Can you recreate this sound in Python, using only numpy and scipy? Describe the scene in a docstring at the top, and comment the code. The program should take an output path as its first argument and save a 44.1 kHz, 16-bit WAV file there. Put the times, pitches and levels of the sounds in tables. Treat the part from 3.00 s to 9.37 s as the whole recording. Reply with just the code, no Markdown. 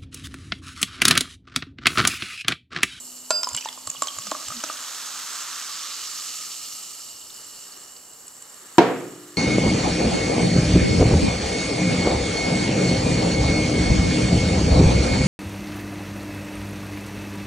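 """Soda is poured from a glass bottle into a hand-held glass, close by in a small room.
A fizz of dense random pops and the bottle's gliding hum come first; struck modes clink as neck meets rim.
During the pour, films snap and ring as spits, gliding tones plop and gulp, and foam widens the fizz to a hiss.
The foam collapses, the drink fizzes on in the open glass, and a sleeve brushes past as soft noise.
Then a small bottle is knocked down on the table: a noise thud, ringing modes and a booming room."""
import sys
import numpy as np
from scipy import signal
from scipy.fft import rfft, irfft, next_fast_len
from scipy.io import wavfile
from scipy.ndimage import uniform_filter1d

SR = 44100
rng = np.random.default_rng(int(sys.argv[2]) if len(sys.argv) > 2 else 0)


def unload_wav(signal):
    """Save mono or channel-first audio to the path in sys.argv[1] as 16-bit WAV at rate SR, clipped to [-1, 1]."""
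    wavfile.write(
        sys.argv[1],
        SR,
        np.round(np.clip(np.atleast_2d(signal).T, -1, 1) * 32767).astype(np.int16),
    )


N = 280917
TIME = np.arange(N) / SR
CLINK_S, KNOCK_S = .3058, 5.7824
POUR_START_S, POUR_END_S = 0.41, 1.6


def gain_of(db):
    """Decibels to amplitude."""
    return 10 ** (np.asarray(db) / 20)


def evened(x):
    """Scales to rms 1."""
    return x / np.sqrt(np.mean(x ** 2) + 1e-20)


def read(points, hz):
    """Reads a spectrum on a log-frequency axis."""
    f, value = np.transpose(points)
    return np.interp(np.log(hz + 1), np.log(f + 1), value)


def follow(rows, t):
    """Reads every column of a curve at times t."""
    s, *columns = np.transpose(rows)
    return [np.interp(t, s, c) for c in columns]


def add(mix, s, sound):
    """Mixes a sound in at time s."""
    part = mix[..., round(s * SR):][..., :sound.shape[-1]]
    part += sound[..., :part.shape[-1]]


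def swell(t, db, half_s):
    """A smooth bell-shaped rise and fall around t = 0."""
    return gain_of(db) * np.exp(-(t / half_s) ** 2 / 2)


def low_cut(x, hz):
    """Cuts the bass with a steep high-pass."""
    return signal.sosfilt(signal.butter(3, hz, "high", fs=SR, output="sos"), x)


def coloured(x, colour):
    """Gives a signal a spectrum, at rms 1."""
    size = x.shape[-1]
    hz = np.fft.rfftfreq(2 * size, 1 / SR)
    return evened(irfft(rfft(x, 2 * size) * gain_of(read(colour, hz)))[..., :size])


def ring(modes, size=SR):
    """Struck modes, each a sine dying away exponentially."""
    t = np.arange(size) / SR
    return sum(gain_of(db) * 1e-3 ** (t / max(t60, .002)) * np.sin(2 * np.pi * hz * t)
               for hz, db, t60 in modes)


def paired(two, likeness):
    """Short-time spectra of two unrelated signals, made alike as at two close ports."""
    hz, t, z = signal.stft(two, SR, nperseg=512)
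    same = np.clip(read(likeness, hz), 0, 1)[:, None]
    right = same * z[0] + np.sqrt(1 - same ** 2) * z[1]
    return hz[:, None], t, np.array([z[0], right])


def sound_of(z):
    """Short-time spectra back to sound."""
    return signal.istft(z, SR)[1][:, :N]


# likeness of diffuse sound at the two ports: (frequency [Hz], likeness [0-1])
DIFFUSE_LIKENESS = [(100, 0.92), (300, 0.78), (550, 0.85), (1000, 0.81), (2000, 0.54), (4000, 0.18),
                    (15000, 1)]


def diffuse(size):
    """Noise arriving from all sides, as short-time spectra."""
    return paired(rng.standard_normal((2, size)), DIFFUSE_LIKENESS)


def murk(db, colour):
    """Soft diffuse noise of a given level and colour."""
    return gain_of(db) * coloured(sound_of(diffuse(N)[2]), colour)


# the head of foam grows during the pour, slowly at first, stands, then collapses
FOAM_FULL_S, FOAM_BREAKS_S, FOAM_GONE_S = 1.83, 2.53, 4.27
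FOAM_CURVE = 1.5


def foam_share(t):
    """Share of the surface under foam, 0-1."""
    growth = (t / FOAM_FULL_S) ** FOAM_CURVE
    collapse = (FOAM_GONE_S - t) / (FOAM_GONE_S - FOAM_BREAKS_S)
    return np.clip(np.minimum(growth, collapse), 0, 1)


# fizz heard through the foam head: (frequency [Hz], relative density [dB per Hz])
FOAM_SPECTRUM = [(300, -27), (700, -13.5), (1000, -5), (1220, 2.5), (1550, -1.5), (2200, -7), (3000, -3.5),
                 (4500, -1), (7100, 1.5), (8200, -2), (10000, -12.5), (11800, -11), (15500, -25)]
# bands that swell in the foam, a hollow murmur and then a hiss sweeping upward: (time of the middle [s],
# half length [s], lift [dB], centre [Hz], glide [octaves per s], half width [octaves])
FOAM_BANDS = [(2.6, .28, 2.8, 1120, .1, .2), (3.05, .35, 2.2, 4500, 1.2, .3)]
# as the head drains it loses its low murmur
DRAIN_S, DRAIN_DB_PER_S, DRAIN_BELOW_HZ = 2.44, 8, 1100


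def foam_colour(hz, t):
    """Spectrum of the foam in dB, as it drains and collapses."""
    lowness = np.clip(2 * np.log2(DRAIN_BELOW_HZ / (hz + 1)), 0, 1)
    drain = DRAIN_DB_PER_S * np.clip(t - DRAIN_S, -.5, 1) * lowness
    bands = 0
    for s, half_s, db, centre, glide, width in FOAM_BANDS:
        octaves_off = np.log2((hz + 1) / centre) - glide * (t - s)
        bands = bands + db * swell(t - s, 0, half_s) * swell(octaves_off, 0, width)
    return read(FOAM_SPECTRUM, hz) - drain + bands


# fizz level before trim: (time [s], level below the split [dB], level above the split [dB])
FIZZ_LEVELS = [(0, -47, -42.5), (.3, -49.5, -45.5), (.85, -47, -45.5), (1.3, -39, -41.7),
               (2.3, -35.5, -38.5), (2.85, -35, -40.5), (3.28, -35.5, -38.5), (3.7, -40, -40.4),
               (4.22, -46, -45.5), (4.62, -46.5, -46), (5.1, -54.5, -49.5), (5.75, -55, -48.5),
               (6.37, -54.5, -51)]
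# fizz of the bare surface between the resonances: (frequency [Hz], relative density [dB per Hz])
BARE_SPECTRUM = [(300, -19.5), (1000, -57), (2300, -19.5), (3500, -18), (5000, -9.5), (6500, -7),
                 (8200, -5.5), (10200, -13), (12000, -11), (15500, -27.5)]
# resonances of the air above the drink: (frequency [Hz], width [Hz], relative level [dB])
AIR_RESONANCES = [(1242, 64, -4), (1850, 190, -23), (2912, 152, -1.5), (4440, 580, -6), (5570, 140, -1.5),
                  (7400, 610, 2), (8100, 220, -3.5)]
# likeness of the fizz at the two ports: (frequency [Hz], left-right likeness [0-1])
FIZZ_LIKENESS = [(100, 0.42), (1400, 1), (3100, 0.98), (6800, 0.72), (11000, 0.29), (15000, .2)]
# bursts so many that they almost merge
POPS_PER_S = 11000


def fizz(spread_db=3.0, wash=0.36, coarse_db=-1.0, fine_db=0.5, split_hz=6300, clump_db=1.37):
    """Countless tiny bursts ring the air in the glass; foam damps that ring to a broad hiss."""
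    sizes_db = spread_db * np.minimum(rng.exponential(1, (2, N)), 5)
    sizes = gain_of(sizes_db) * rng.choice([-1, 1], (2, N))
    pops = evened(sizes * (rng.random((2, N)) < POPS_PER_S / SR))
    hz, t, z = paired(pops + wash * rng.standard_normal((2, N)), FIZZ_LIKENESS)

    # the bare, resonant colour gives way to the foam's colour and returns
    foam = foam_share(t)
    column = sum(gain_of(db) ** 2 / (1 + (2 * (hz - f) / width) ** 2) ** 1.67
                 for f, width, db in AIR_RESONANCES)
    bare = np.sqrt(column + gain_of(read(BARE_SPECTRUM, hz)) ** 2)
    colour = bare ** (1 - foam) * gain_of(foam_colour(hz, t)) ** foam

    # coarse and fine fizz follow separate levels
    fine = 1 / (1 + (split_hz / (hz + 1)) ** 12)
    field = 0
    for share, level, trim in zip((1 - fine, fine), follow(FIZZ_LEVELS, t), (coarse_db, fine_db)):
        part = colour * share
        field = field + gain_of(level + trim) * part / np.sqrt(np.mean(part ** 2, axis=0))

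    # bubbles of like size surface in clumps, most clearly where the foam is gone
    across_pitch = uniform_filter1d(rng.standard_normal(field.shape), size=14, axis=0)
    clumps = evened(uniform_filter1d(across_pitch, size=3, axis=1))
    return sound_of(z * field * gain_of(clump_db * (1 - foam / 2) * clumps))


def glug(s, db, hz, octaves_per_s, half_s, flutter=.35):
    """A pocket of air sounds one soft, fluttering glide: start time and sound."""
    t = np.arange(-3 * half_s, 3 * half_s, 1 / SR)
    wobble = 1 + flutter * evened(uniform_filter1d(rng.standard_normal(SR), size=400))[:len(t)]
    phase = 2 * np.pi * np.cumsum(hz * 2 ** (octaves_per_s * t)) / SR
    return s + t[0], swell(t, db, half_s) * wobble * np.sin(phase)


# air ringing in the bottle: its pitch settles upward, and it fades, losing a step once drink fills the neck
HUM_START_HZ, HUM_END_HZ, HUM_SETTLE_S = 248, 262, .8
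HUM_DB, HUM_FADE_DB_PER_S, HUM_OPEN_DB = -59, 3.5, 2
# air gulped through the neck, each gulp a short upward glide: (time of the middle [s], level [dB])
NECK_GULPS = [(.546, -45), (.888, -47.5), (1.192, -47.5), (1.501, -44.5)]
GULP_HZ, GULP_OCTAVES_PER_S, GULP_HALF_S = 113, 34.4, 0.016
# swallowed air then wobbling in the bottle: (time of the middle [s], level [dB], pitch [Hz])
BOTTLE_BLUBS = [(.99, -54, 156), (1.278, -46, 205), (1.571, -40, 238)]
BLUB_OCTAVES_PER_S, BLUB_HALF_S = -2.7, 0.017


def bottle(waver=0.05, waver_hz=7):
    """The bottle's hollow hums, and air slips in through the neck in short gliding gulps."""
    hz = HUM_END_HZ + (HUM_START_HZ - HUM_END_HZ) * np.exp(-TIME / HUM_SETTLE_S)
    neck_db = np.interp(TIME, [CLINK_S, POUR_START_S], [HUM_OPEN_DB, 0])
    level = np.sqrt(2) * gain_of(HUM_DB - HUM_FADE_DB_PER_S * TIME + neck_db)
    # slow noise wavers both strength and phase of the hum
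    slow = signal.butter(2, waver_hz, fs=SR, output="sos")
    drift = evened(signal.sosfilt(slow, rng.standard_normal((2, N))))
    wavering = 1 + waver * (drift[0] + 1j * drift[1])
    out = level * (wavering * np.exp(2j * np.pi * np.cumsum(hz) / SR)).real
    for s, db in NECK_GULPS:
        add(out, *glug(s, db, GULP_HZ, GULP_OCTAVES_PER_S, GULP_HALF_S))
    for s, db, pitch in BOTTLE_BLUBS:
        add(out, *glug(s, db, pitch, BLUB_OCTAVES_PER_S, BLUB_HALF_S))
    return out


# colour of a snap: (frequency [Hz], relative density [dB per Hz])
SNAP_SPECTRUM = [(300, -18), (700, -5), (1200, -2), (2100, -8), (3000, -2), (5000, -1), (7500, 1),
                 (8600, -8), (10000, -18), (15500, -32)]


def snap(decay_s):
    """The brief noise crack of a tearing film or a hard contact."""
    t = TIME[:2048]
    return coloured(rng.standard_normal(len(t)), SNAP_SPECTRUM) * np.exp(-t / decay_s)


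# glass modes as neck meets rim: (frequency [Hz], level [dB], decay by 60 dB [s])
CLINK_MODES = [(645, -15, 0.051), (627, -43, 0.2), (1010, -14.5, 0.025), (1398, -21.5, 0.08),
               (1404, -33, 0.62), (2640, -36, 0.22), (7526, -19.5, 0.13), (7545, -32, 0.63),
               (8000, -36, 0.08), (9695, -42, 0.11)]


def clink(tick_db=-15, tick_s=0.0052):
    """The neck touches the rim with a tick and the glass rings."""
    out = np.zeros(N)
    add(out, CLINK_S, ring(CLINK_MODES))
    add(out, CLINK_S, gain_of(tick_db) * snap(tick_s))
    return out


# the longest partial of the clink dies slowly, and swells once as the bottle turns
RING_HZ, RING_DB, RING_T60 = 4839, -30, 1.05
SWELL_S, SWELL_DB, SWELL_HALF_S = 0.364, -22.5, 0.026


def singing_rim():
    """The longest partial of the clink sings on, swelling and fading."""
    t = np.maximum(TIME - CLINK_S, 0)
    level = gain_of(RING_DB - 60 * t / RING_T60) + swell(TIME - SWELL_S, SWELL_DB, SWELL_HALF_S)
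    return level * np.sin(2 * np.pi * RING_HZ * t)


def burst(hz, t60, snap_db, rise_s=0.0014, snap_s=0.0024, tear_s=0.0028, tear_db=-5, glide=2):
    """A film tears with a snap, and the bubble rings briefly, its pitch rising as it surfaces."""
    t = TIME[:2048]
    tone = 1e-3 ** (t / max(t60, .004)) * np.sin(2 * np.pi * hz * (t + glide * t ** 2 / 2))
    # noise gathered around the bubble's pitch
    tear_colour = [(hz / 3, -30), (hz / 1.17, -12), (hz, 0), (hz * 1.35, -15), (hz * 2, -35)]
    tear = coloured(rng.standard_normal(len(t)), tear_colour) * np.exp(-t / tear_s)
    attack = 1 - np.exp(-(t / rise_s) ** 2)
    return (tone + gain_of(tear_db) * tear + gain_of(snap_db) * snap(snap_s)) * attack


# level difference of the two microphone ports: (frequency [Hz], left minus right [dB])
PORT_BALANCE = [(100, -1), (2400, 0), (4400, -4), (8100, -3), (11000, 7.5), (15000, 13.5)]
# the loudest small bubbles: (time [s], level [dB], pitch [Hz], broad snap relative to the ring [dB])
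LOUD_SPITS = [(0.4312, -11, 5140, -2), (0.442, -12, 5180, -17), (0.488, -14, 6980, -13),
              (0.5305, -26, 7400, 2), (0.5467, -13.5, 7500, -1.5), (0.564, -12, 7520, -19),
              (0.5731, -20, 2970, 1), (0.5822, -22.5, 2950, -5), (.6085, -22, 5700, -5),
              (0.647, -18.5, 5680, -13), (0.6861, -25, 3410, -0.5), (.727, -29.5, 5000, 1),
              (0.8714, -13, 7550, -6), (.8992, -11, 7000, -23), (.965, -30, 2890, -3),
              (1.02, -10.5, 7300, -2), (1.0317, -16, 7170, -10), (1.07, -16, 6230, -0.5),
              (1.0822, -19, 3150, -8), (1.1847, -18.5, 6970, -7), (1.268, -27, 5930, 5.5),
              (1.3126, -22, 7450, 5.5), (1.482, -20.5, 7500, 0.5), (1.6375, -18.5, 5940, 2),
              (5.2789, -25, 7600, -8), (5.422, -26, 7640, -12)]
# ring time at this pitch; larger, lower bubbles ring longer
SPIT_T60, SPIT_T60_HZ, SPIT_SIZE_LAW = 0.023, 5950, .55
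SPIT_PAN_DB = -3.5  # left minus right, as heard after the ports


def spits(level_db=0.0):
    """The loudest small bubbles burst, a little to the right."""
    out = np.zeros((2, N))
    for s, db, hz, snap_db in LOUD_SPITS:
        # cancels the port balance at the pitch, so that only the pan remains
        lean = (SPIT_PAN_DB - read(PORT_BALANCE, hz)) * np.array([[.5], [-.5]])
        t60 = SPIT_T60 * (SPIT_T60_HZ / hz) ** SPIT_SIZE_LAW
        add(out, s, gain_of(db + level_db + lean) * burst(hz, t60, snap_db))
    return out


# hollow body under a plop: (frequency [Hz], relative level [dB], decay by 60 dB [s])
HOLLOW_MODES = [(304, -4, 0.056), (641, -5, 0.036), (864, 2, 0.0099)]
PLOP_T60, LINGER_T60 = .03, .12


def plop(hz, body_db, linger_db=-20, hollow_db=-1, snap_db=-14, snap_s=0.0034, sag=.06, sag_s=.003):
    """A large bubble opens and sounds the air above the drink, starting a little sharp."""
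    t = TIME[:12000]
    fade = 1e-3 ** (t / PLOP_T60) + gain_of(linger_db) * 1e-3 ** (t / LINGER_T60)
    pitch = hz * (1 + sag * np.exp(-t / sag_s))
    tone = fade * np.sin(2 * np.pi * np.cumsum(pitch) / SR)
    out = tone + gain_of(body_db + hollow_db) * ring(HOLLOW_MODES, size=len(t))
    add(out, 0, gain_of(snap_db) * snap(snap_s))
    return out


# large bubbles breaking, levels before trim: (time [s], level [dB], pitch [Hz], hollow body [dB])
LOUD_PLOPS = [(0.4329, -30, 984, -24), (0.4714, -20.5, 990, -22), (.658, -22.5, 880, -20),
              (0.8738, -29.5, 1097, -5.5), (1.0219, -17, 1100, -7.5), (1.186, -32.5, 1100, -10),
              (1.2693, -32, 1215, -8), (1.3179, -21.5, 1050, 3), (1.35, -26, 1130, -16),
              (1.504, -28, 1200, -13), (1.522, -30, 1220, -14), (1.638, -26.5, 1253, 3.5),
              (1.6994, -23.5, 1190, -8.5)]
# lesser plops fall at random during the pour, their pitch rising as the glass fills
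SMALL_PLOP_DB, SMALL_PLOP_BODY_DB, EMPTY_HZ, FULL_HZ = -34.5, -6, 920, 1280


def plops(level_db=2, count=10):
    """The loud plops, and lesser ones spread over the pour."""
    out = np.zeros(N)
    for s, db, hz, body_db in LOUD_PLOPS:
        add(out, s, gain_of(db + level_db) * plop(hz, body_db))
    for filled in (np.arange(count) + rng.random(count)) / count:
        s = POUR_START_S + filled * (POUR_END_S - POUR_START_S)
        hz = EMPTY_HZ + filled * (FULL_HZ - EMPTY_HZ)
        add(out, s, gain_of(SMALL_PLOP_DB) * plop(hz, SMALL_PLOP_BODY_DB))
    return out


def scatter(start, end, count, level_db, low_hz, high_hz, snap_db):
    """Stray bubbles burst at random size, pitch, time and place."""
    out = np.zeros((2, N))
    for when, pitch, size, place in rng.random((count, 4)):
        tick = burst(low_hz * (high_hz / low_hz) ** pitch, .018, snap_db)
        pan_db = (place - .5) * np.array([[6], [-6]])
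        loudness = gain_of(level_db - 10.5 * np.sqrt(size) + pan_db)
        add(out, start + when * (end - start), loudness * tick)
    return out


def in_glass(x, column_db=-4.5):
    """Each burst also rings the air standing above the drink, here its three lowest resonances."""
    t = TIME[:2048]
    column = 0
    for hz, width, db in AIR_RESONANCES[:3]:
        decay = 2 * np.pi * width / SR * np.exp(-np.pi * width * t)
        column = column + gain_of(db) * decay * np.cos(2 * np.pi * hz * t)
    return x + gain_of(column_db) * signal.oaconvolve(x, column[None], axes=1)[:, :N]


# decay of the room: (frequency [Hz], decay by 60 dB [s])
ROOM_DECAY = [(100, 1), (300, 0.8), (700, 0.58), (2500, 0.7), (6000, 0.42), (14000, 0.43)]


def room_tail():
    """Diffuse reflections that build up, then die at a rate set by frequency."""
    hz, t, z = diffuse(SR)
    tail = sound_of(z * gain_of(-60 * t / read(ROOM_DECAY, hz)))[:, :SR]
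    tail *= np.clip((TIME[:SR] - .004) / 0.0049, 0, 1)
    return tail / np.linalg.norm(tail[0])


# hand and sleeve brushing past: (time of the middle [s], level [dB], half length [s])
SLEEVE_BRUSHES = [(4.4, -56, .07), (4.743, -55, 0.17), (5.75, -52, 0.33), (6.37, -55.5, 0.19)]
# colour of the brushing: (frequency [Hz], relative density [dB per Hz])
BRUSH_SPECTRUM = [(30, -45), (150, -11), (400, -3), (800, -21), (1200, 1.5), (1500, -5.5), (1800, -1.5),
                  (2400, -12.5), (4000, -8), (9000, -46)]


def rustle():
    """Each move of the arm is a soft swell of brushing noise."""
    level = sum(swell(TIME - s, db, half_s) for s, db, half_s in SLEEVE_BRUSHES)
    return level * murk(0, BRUSH_SPECTRUM)


# modes of the table top: (frequency [Hz], level [dB], decay by 60 dB [s])
TABLE_MODES = [(117, -47, 2.4), (128, -33, 1.0), (193, -24, .55), (264, -22, .6), (301, -38, 2.8),
               (340, 1.5, .075), (354, -34.5, 2.2), (404, -44, 1.8), (457, -24, .6), (497, -23.5, .7),
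               (564, -25, .4), (625, -26, .5), (708, -14, .27), (763, -25, .5), (938, -18, .25),
               (1631, -24, .12), (2643, -30, .14)]
# colour of the thud: (frequency [Hz], relative density [dB per Hz])
THUD_SPECTRUM = [(18, -52), (30, -20), (87, -39), (240, -4), (404, -6.5), (581, -3), (978, -2.5),
                 (1200, -15.5), (2560, -15), (3500, -20), (3980, -21), (5300, -23), (15000, -52)]
# colour of the room after the blow: (frequency [Hz], relative density [dB per Hz])
BOOM_SPECTRUM = [(29, -77), (50, -35), (119, -30), (153, -10), (180, -8), (231, -18), (256, -5.5),
                 (438, -0.5), (598, -9.5), (705, -4.5), (815, -9), (1680, -16.5), (7000, -35), (9100, -74),
                 (15400, -120)]


def knock(thud_db=-3.5, thud_s=0.0071, boom_db=-26.5, low_hz=115, shake_db=-40, shake_s=.004):
    """A hard blow on the table top: a thud, the table's modes, and the room booming after."""
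    out, t = np.zeros((2, N)), TIME[:SR]
    noise = coloured(sound_of(diffuse(SR)[2])[:, :SR], THUD_SPECTRUM)
    thud = gain_of(thud_db) * noise * np.exp(-t / thud_s)
    # the thud and the table's modes keep little bass, but one low push shakes the microphones directly
    shake = gain_of(shake_db) * (1 - t / shake_s) * np.exp(-t / shake_s)
    boom = gain_of(boom_db) * coloured(room_tail(), BOOM_SPECTRUM)
    add(out, KNOCK_S, low_cut(thud + ring(TABLE_MODES), low_hz) + shake + boom)
    return out


# phase difference of the two ports: (frequency [Hz], left minus right [radians])
PORT_PHASES = [(100, -0.07), (3200, 0.015), (5400, 1.07), (7150, 0.28), (9400, 1.3), (11000, 1.2),
               (15000, -0.14)]


def ports(x):
    """The two microphone ports hear sound with different strength and phase, mostly in the treble."""
    size = 2 * next_fast_len(N)
    hz = np.fft.rfftfreq(size, 1 / SR)
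    side = np.array([[.5], [-.5]])
    strength = gain_of(side * read(PORT_BALANCE, hz))
    turn = np.exp(1j * side * read(PORT_PHASES, hz))
    return irfft(rfft(x, size) * strength * turn)[:, :N]


# colour of the quiet room: (frequency [Hz], relative density [dB per Hz])
FLOOR_SPECTRUM = [(25, -23), (60, -7), (130, -1), (320, 3), (600, 3), (1200, 2), (2500, -10), (6000, -29),
                  (15000, -17)]


def scene(room_db=-11, floor_db=-56.0):
    """The pour with its reflections, the fizz, the knock and the quiet room."""
    first_splash = scatter(start=.49, end=0.7, count=44, level_db=-26.5,
                           low_hz=1700, high_hz=7680, snap_db=-7)
    stream = scatter(start=0.89, end=1.95, count=55, level_db=-25.5,
                     low_hz=2606, high_hz=7780, snap_db=-6)
    dying_foam = scatter(start=3.5, end=5.1, count=34, level_db=-32.5,
                         low_hz=3510, high_hz=6500, snap_db=-13)
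    last_bubbles = scatter(start=3.6, end=5.7, count=85, level_db=-32.0,
                           low_hz=7185, high_hz=8100, snap_db=-14)
    bursts = in_glass(spits() + first_splash + stream + dying_foam + last_bubbles)
    glass = low_cut(bursts + plops() + clink(), 407)
    echo = gain_of(room_db) * signal.fftconvolve(glass.mean(0)[None], room_tail(), axes=1)[:, :N]
    quiet_room = murk(floor_db, FLOOR_SPECTRUM)
    return ports(glass + singing_rim() + echo + bottle() + fizz() + rustle() + knock() + quiet_room)


EDGE_HZ = 15750  # top of the band


def record(dry):
    """Peaks near full scale are rounded off, as when the knock overloads; then the band limit."""
    clipped = dry / (1 + dry ** 16) ** (1 / 16)
    band = signal.firwin(511, EDGE_HZ, window=("kaiser", 9), fs=SR)
    return signal.oaconvolve(clipped, band[None], "same")


dry = scene()
out = record(dry)
unload_wav(out)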